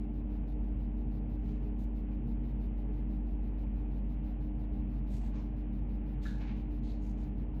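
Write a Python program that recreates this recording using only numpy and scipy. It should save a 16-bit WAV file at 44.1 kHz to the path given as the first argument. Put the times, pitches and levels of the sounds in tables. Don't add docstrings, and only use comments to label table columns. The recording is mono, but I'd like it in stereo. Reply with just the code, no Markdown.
import sys
import numpy as np
from scipy import signal
from scipy.fft import rfft, irfft, next_fast_len
from scipy.io import wavfile
from scipy.ndimage import map_coordinates

SR = 44100
rng = np.random.default_rng(int(sys.argv[2]) if len(sys.argv) > 2 else 0)


def wav_out(sig):
    wavfile.write(sys.argv[1], SR, np.round(np.clip(np.atleast_2d(sig).T, -1, 1) * 32767).astype(np.int16))


N = 335160

# multiple, gain_db, left_minus_right_db
SHAFT_TONES = [(1, 0.5, -0.5), (4, -21, 1.5), (5, -27, 2.5)]
# time_s, level_db
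SHAFT_LEVELS = [(0.08, -37), (0.65, -34.5), (1.17, -36), (2.5, -35.5), (2.919, -35), (4.06, -35),
                (4.7, -36.5), (4.95, -35.5), (5.29, -34.5), (5.5, -38), (5.65, -36), (7.5, -37)]
# multiple, level_db, left_minus_right_db
BUZZ_TONES = [(2, -58.5, -0.5), (4, -51, -5), (6, -50, -4), (8, -70, -0.5), (11, -76, -3.5),
              (12, -81.5, -1.5), (17, -74.5, 3.5), (19, -83, -1)]
# time_s, level_db
FAN_LEVELS = [(0, -48.5), (.6, -49.5), (.88, -49.5), (1.2, -46), (1.65, -48.5), (2.4, -46), (2.8, -51.5),
              (3.12, -45), (3.5, -50.5), (4.55, -51.5), (4.9, -46), (5.17, -54), (5.45, -48.5), (5.8, -50),
              (7.3, -50.5), (7.6, -51)]
# pitch_hz, level_db
MOTOR_WHINES = [(419, -69.5), (541, -80), (589, -81.5)]
# pitch_hz, width_hz, gain_db
TANK_RESONANCES = [(62.8, 4.9, 1), (74.5, 1.9, -3), (86.2, 5, -10), (109.7, 5, -9.5), (132.6, 12, -4),
                   (150.2, 6, -7), (208, 20, -8.5), (235, 29, -14), (287.5, 30, -16)]
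# pitch_hz, gain_db
RUSH_COLOUR = [(15, -18), (30, -5.5), (55, 2.5), (170, -2.5), (290, -6.5), (335, -10), (480, -16),
               (600, -16), (850, -18.5), (1050, -27), (1400, -39), (3000, -53), (8000, -85.5)]
# pitch_hz, width_hz, gain_db
WATER_RESONANCES = [(359, 14, -2.5), (411, 9.7, 0), (463, 15, -3.5), (781, 27, -11)]
# pitch_hz, gain_db
HISS_COLOUR = [(300, -18), (1100, 8.5), (1900, 6.5), (2550, 7), (3100, 1.5), (3800, -13), (5000, -33.5),
               (9000, -37.5), (14500, -32.5)]
# time_s, level_db
HISS_DRIFT = [(1.001, -69.5), (4.9, -68.5), (5.599, -67.5), (7.6, -68.5)]
# pitch_hz, gain_db
TREBLE_COLOUR = [(2500, -26), (3600, 6), (5000, -2), (6800, -10), (9000, -20), (12000, -1.5), (14500, -5.5)]
# peak_s, level_db, rise_s, pitch_hz
WATER_SURGES = [(1.2, -54.5, 0.052, 475), (1.52, -43, .08, 137.3), (1.721, -57, 0.27, 422),
                (2.26, -39, 0.092, 136.5), (2.3, -57.5, 0.094, 446), (2.89, -54, 0.025, 415)]
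# peak_s, level_db, rise_s, hold_s, fade_s, tilt_db_per_octave, ring_hz, ring_db, top_hz
RUBS = [(1.49, -70, 0.06, 0.011, 0.53, 2, 4620, 0.5, 9200),
        (1.803, -73, 0.018, 0.049, 0.065, 8, 4900, -5.5, 15000),
        (5.14, -63.5, 0.031, 0.035, 0.2, 5.5, 8400, 8.5, 15000),
        (5.222, -65, 0.025, .055, .12, -0.5, 8200, 15.5, 12000),
        (5.354, -59, 0.022, 0.032, 0.25, -0.8, 1100, 9, 7500),
        (5.36, -71.5, 0.016, 0.045, 0.28, 4.5, 5760, 6.5, 7500),
        (6.242, -59, 0.016, 0.039, 0.47, 6, 3800, 6.5, 11000),
        (6.407, -55.5, 0.008, 0.021, 0.44, -0.3, 2230, 4, 6000),
        (6.474, -57.5, 0.008, 0.025, .36, 1.5, 2250, 6.5, 5170),
        (6.57, -69, 0.017, 0.035, 0.16, 2, 2900, 7, 9050),
        (6.847, -66.5, 0.016, 0.075, .3, 6.5, 4100, 10, 9480),
        (7.045, -72.5, .035, 0.072, 0.12, 10, 6500, 3, 10000),
        (7.193, -72, 0.022, 0.054, 0.15, 6.5, 6030, -1, 10000)]
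# pitch_hz, gain_db
RUB_COLOUR = [(400, -30), (850, 11.5), (1200, -1), (2300, -0.5), (3200, -5), (4400, -8), (5400, -13.5),
              (6600, -13.5), (9000, -27), (14000, -24.5)]
# start_s, level_db
KNOCK_CONTACTS = [(6.2554, -48), (6.2612, -45.7)]
# pitch_hz, gain_db, fade_s
KNOCK_TONES = [(1385, -5.5, .06), (1445, -3.5, .055), (1525, -4.5, .055), (1640, .5, .07), (1715, -2, .09)]
# pitch_hz, width_hz, gain_db
LINGERING_RESONANCES = [(1520, 130, -7), (1680, 80, -2)]
# pitch_hz, fade_s
ROOM_FADES = [(200, .5), (1600, 0.94), (5000, 0.82), (12000, 0.22)]
# pitch_hz, likeness (1 = the same)
EAR_LIKENESS = [(60, 0.96), (130, 0.98), (290, 0.91), (640, .65), (1390, 0.034), (3000, 0.099)]
# pitch_hz, left_minus_right_db
RIGHT_BALANCE = [(900, 0), (1400, -5.5), (2400, -7), (4300, -5.5), (7000, -3), (10000, 1)]

MAINS_HZ, SHAFT_HZ, FAN_TONE_HZ = 50.025, 49.13, 232.09


def amp(db):
    return 10 ** (np.asarray(db) / 20)


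def clock():
    return np.arange(N) / SR


def over_time(points):
    return np.interp(clock(), *np.transpose(points))


def at_pitch(points, hz):
    pitches, values = np.transpose(points)
    return np.interp(np.log(hz + 1), np.log(pitches + 1), values)


def pan(side_db):
    return amp(np.array([[.5], [-.5]]) * side_db)


def wobble(per_s):
    return map_coordinates(rng.standard_normal(int(N * per_s / SR) + 4), [clock() * per_s])


def filtered(x, response):
    length = x.shape[-1]
    size = next_fast_len(length + SR // 2)
    return irfft(rfft(x, size) * response(np.fft.rfftfreq(size, 1 / SR)), size)[..., :length]


def resonances(peaks, hz):
    power = sum(amp(db) ** 2 / (1 + 2 * ((hz - pitch) / width) ** 2) ** 2 for pitch, width, db in peaks)
    return np.sqrt(power)


def noise(colour, size=N):
    def response(hz):
        spread = np.arccos(np.clip(at_pitch(EAR_LIKENESS, hz), -1, 1)) / 2
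        return colour(hz) * np.array([np.cos(spread), np.sin(spread)])
    mid, side = filtered(rng.standard_normal((2, size)), response)
    stereo = np.array([mid + side, mid - side])
    return stereo / np.sqrt(np.mean(stereo ** 2) + 1e-20)


def tone(turns, flutter_db, sway_rad):
    phase = 2 * np.pi * (turns + rng.random()) + sway_rad * wobble(3)
    return np.sqrt(2) * np.sin(phase) * amp(flutter_db * wobble(6.7))


def swell(peak_s, rise_s, fade_s, hold_s=0):
    t = clock() - peak_s
    rising = np.exp(-(np.minimum(t, 0) / rise_s) ** 2)
    return rising * amp(-60 * np.maximum(t - hold_s, 0) / fade_s)


def from_right(x):
    return filtered(x, lambda hz: pan(at_pitch(RIGHT_BALANCE, hz)))


def room_echo(x):
    hz, t, spectrum = signal.stft(rng.standard_normal((2, SR // 2)), SR, nperseg=256)
    fade = amp(-60 * t / at_pitch(ROOM_FADES, hz)[:, None])
    tail = signal.istft(spectrum * fade, SR, nperseg=256)[1]
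    return signal.fftconvolve(x, tail / np.linalg.norm(tail[0]), axes=1)[:, :N]


def pump():
    turns = SHAFT_HZ * clock() + 0.035 * wobble(1)
    shaft = sum(amp(db) * pan(side) * tone(multiple * turns, flutter_db=-0.2, sway_rad=0.06)
                for multiple, db, side in SHAFT_TONES)
    cycles = MAINS_HZ * clock()
    buzz = sum(amp(db) * pan(side) * tone(multiple * cycles, flutter_db=1.18, sway_rad=0.019)
               for multiple, db, side in BUZZ_TONES)
    hum = amp(over_time(SHAFT_LEVELS) - 0.23) * shaft + buzz
    delay_s = np.array([[.00005], [-.00005]])
    return filtered(hum, lambda hz: np.exp(-2j * np.pi * hz * delay_s))


def fan():
    whines = sum(amp(db) * tone(hz * clock(), flutter_db=3, sway_rad=.3) for hz, db in MOTOR_WHINES)
    fan_tone = tone(FAN_TONE_HZ * clock(), flutter_db=0.44, sway_rad=0.3)
    return amp(over_time(FAN_LEVELS)) * fan_tone + whines


def flow():
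    boom = amp(-45) * noise(lambda hz: resonances(TANK_RESONANCES, hz))
    rush = amp(-47) * noise(lambda hz: amp(at_pitch(RUSH_COLOUR, hz)))
    stirring = amp(-62.5 + 1.5 * wobble(7)) * noise(lambda hz: resonances(WATER_RESONANCES, hz))
    return boom + rush + stirring


def hiss():
    level_db = over_time(HISS_DRIFT) + .7 * wobble(6.6)
    return amp(level_db) * from_right(noise(lambda hz: amp(at_pitch(HISS_COLOUR, hz))))


def flicker():
    rate_hz, sharpness, off_bias = 6.08, 4.9, .22
    phase = 2 * np.pi * rate_hz * (clock() - .007) + .35 * wobble(14)
    on = (1 + np.tanh(sharpness * (np.cos(phase) - off_bias))) / 2
    return on * amp(-77.5 + 1.8 * wobble(6)) * noise(lambda hz: amp(at_pitch(TREBLE_COLOUR, hz)))


def surges():
    width_hz = 25
    out = np.zeros((2, N))
    for peak_s, db, rise_s, pitch_hz in WATER_SURGES:
        water = noise(lambda hz: resonances([(pitch_hz, width_hz, 0)], hz))
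        out += amp(db) * swell(peak_s, rise_s, fade_s=0.34) * water
    return out


def scuffs():
    out = np.zeros((2, N))
    for peak_s, db, rise_s, hold_s, fade_s, tilt_db, ring_hz, ring_db, top_hz in RUBS:
        def colour(hz):
            tilt = tilt_db * np.log2(hz / SR + 1e-3)
            ring = ring_db / (1 + ((hz / ring_hz - 1) / .16) ** 2)
            return amp(at_pitch(RUB_COLOUR, hz) + tilt + ring) / np.hypot(1, (hz / top_hz) ** 4)
        start = int(np.clip(round(peak_s * SR) - SR // 4, 0, N - SR))
        span = slice(start, start + SR)
        out[:, span] += amp(db) * swell(peak_s, rise_s, fade_s, hold_s)[span] * noise(colour, size=SR)
    out *= amp(1.6 * wobble(per_s=260))
    return out + amp(-13) * room_echo(out)


def knock():
    attack_s = .0009
    struck = np.zeros((2, N))
    for start_s, db in KNOCK_CONTACTS:
        t = np.maximum(clock() - start_s, 0)
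        tones = sum(amp(gain_db - 60 * t / fade_s) * np.sin(2 * np.pi * hz * t)
                    for hz, gain_db, fade_s in KNOCK_TONES)
        struck += amp(db) * (1 - np.exp(-t / attack_s)) * tones
    ring = amp(-55.3) * noise(lambda hz: resonances(LINGERING_RESONANCES, hz))
    ring *= swell(peak_s=6.28, rise_s=0.027, fade_s=.75)
    return struck + ring + amp(-16) * room_echo(struck)


def scene():
    return pump() + fan() + flow() + hiss() + surges() + from_right(scuffs() + knock() + flicker())


def record(dry):
    return filtered(dry, lambda hz: hz < 14500)


dry = scene()
out = record(dry)
wav_out(out)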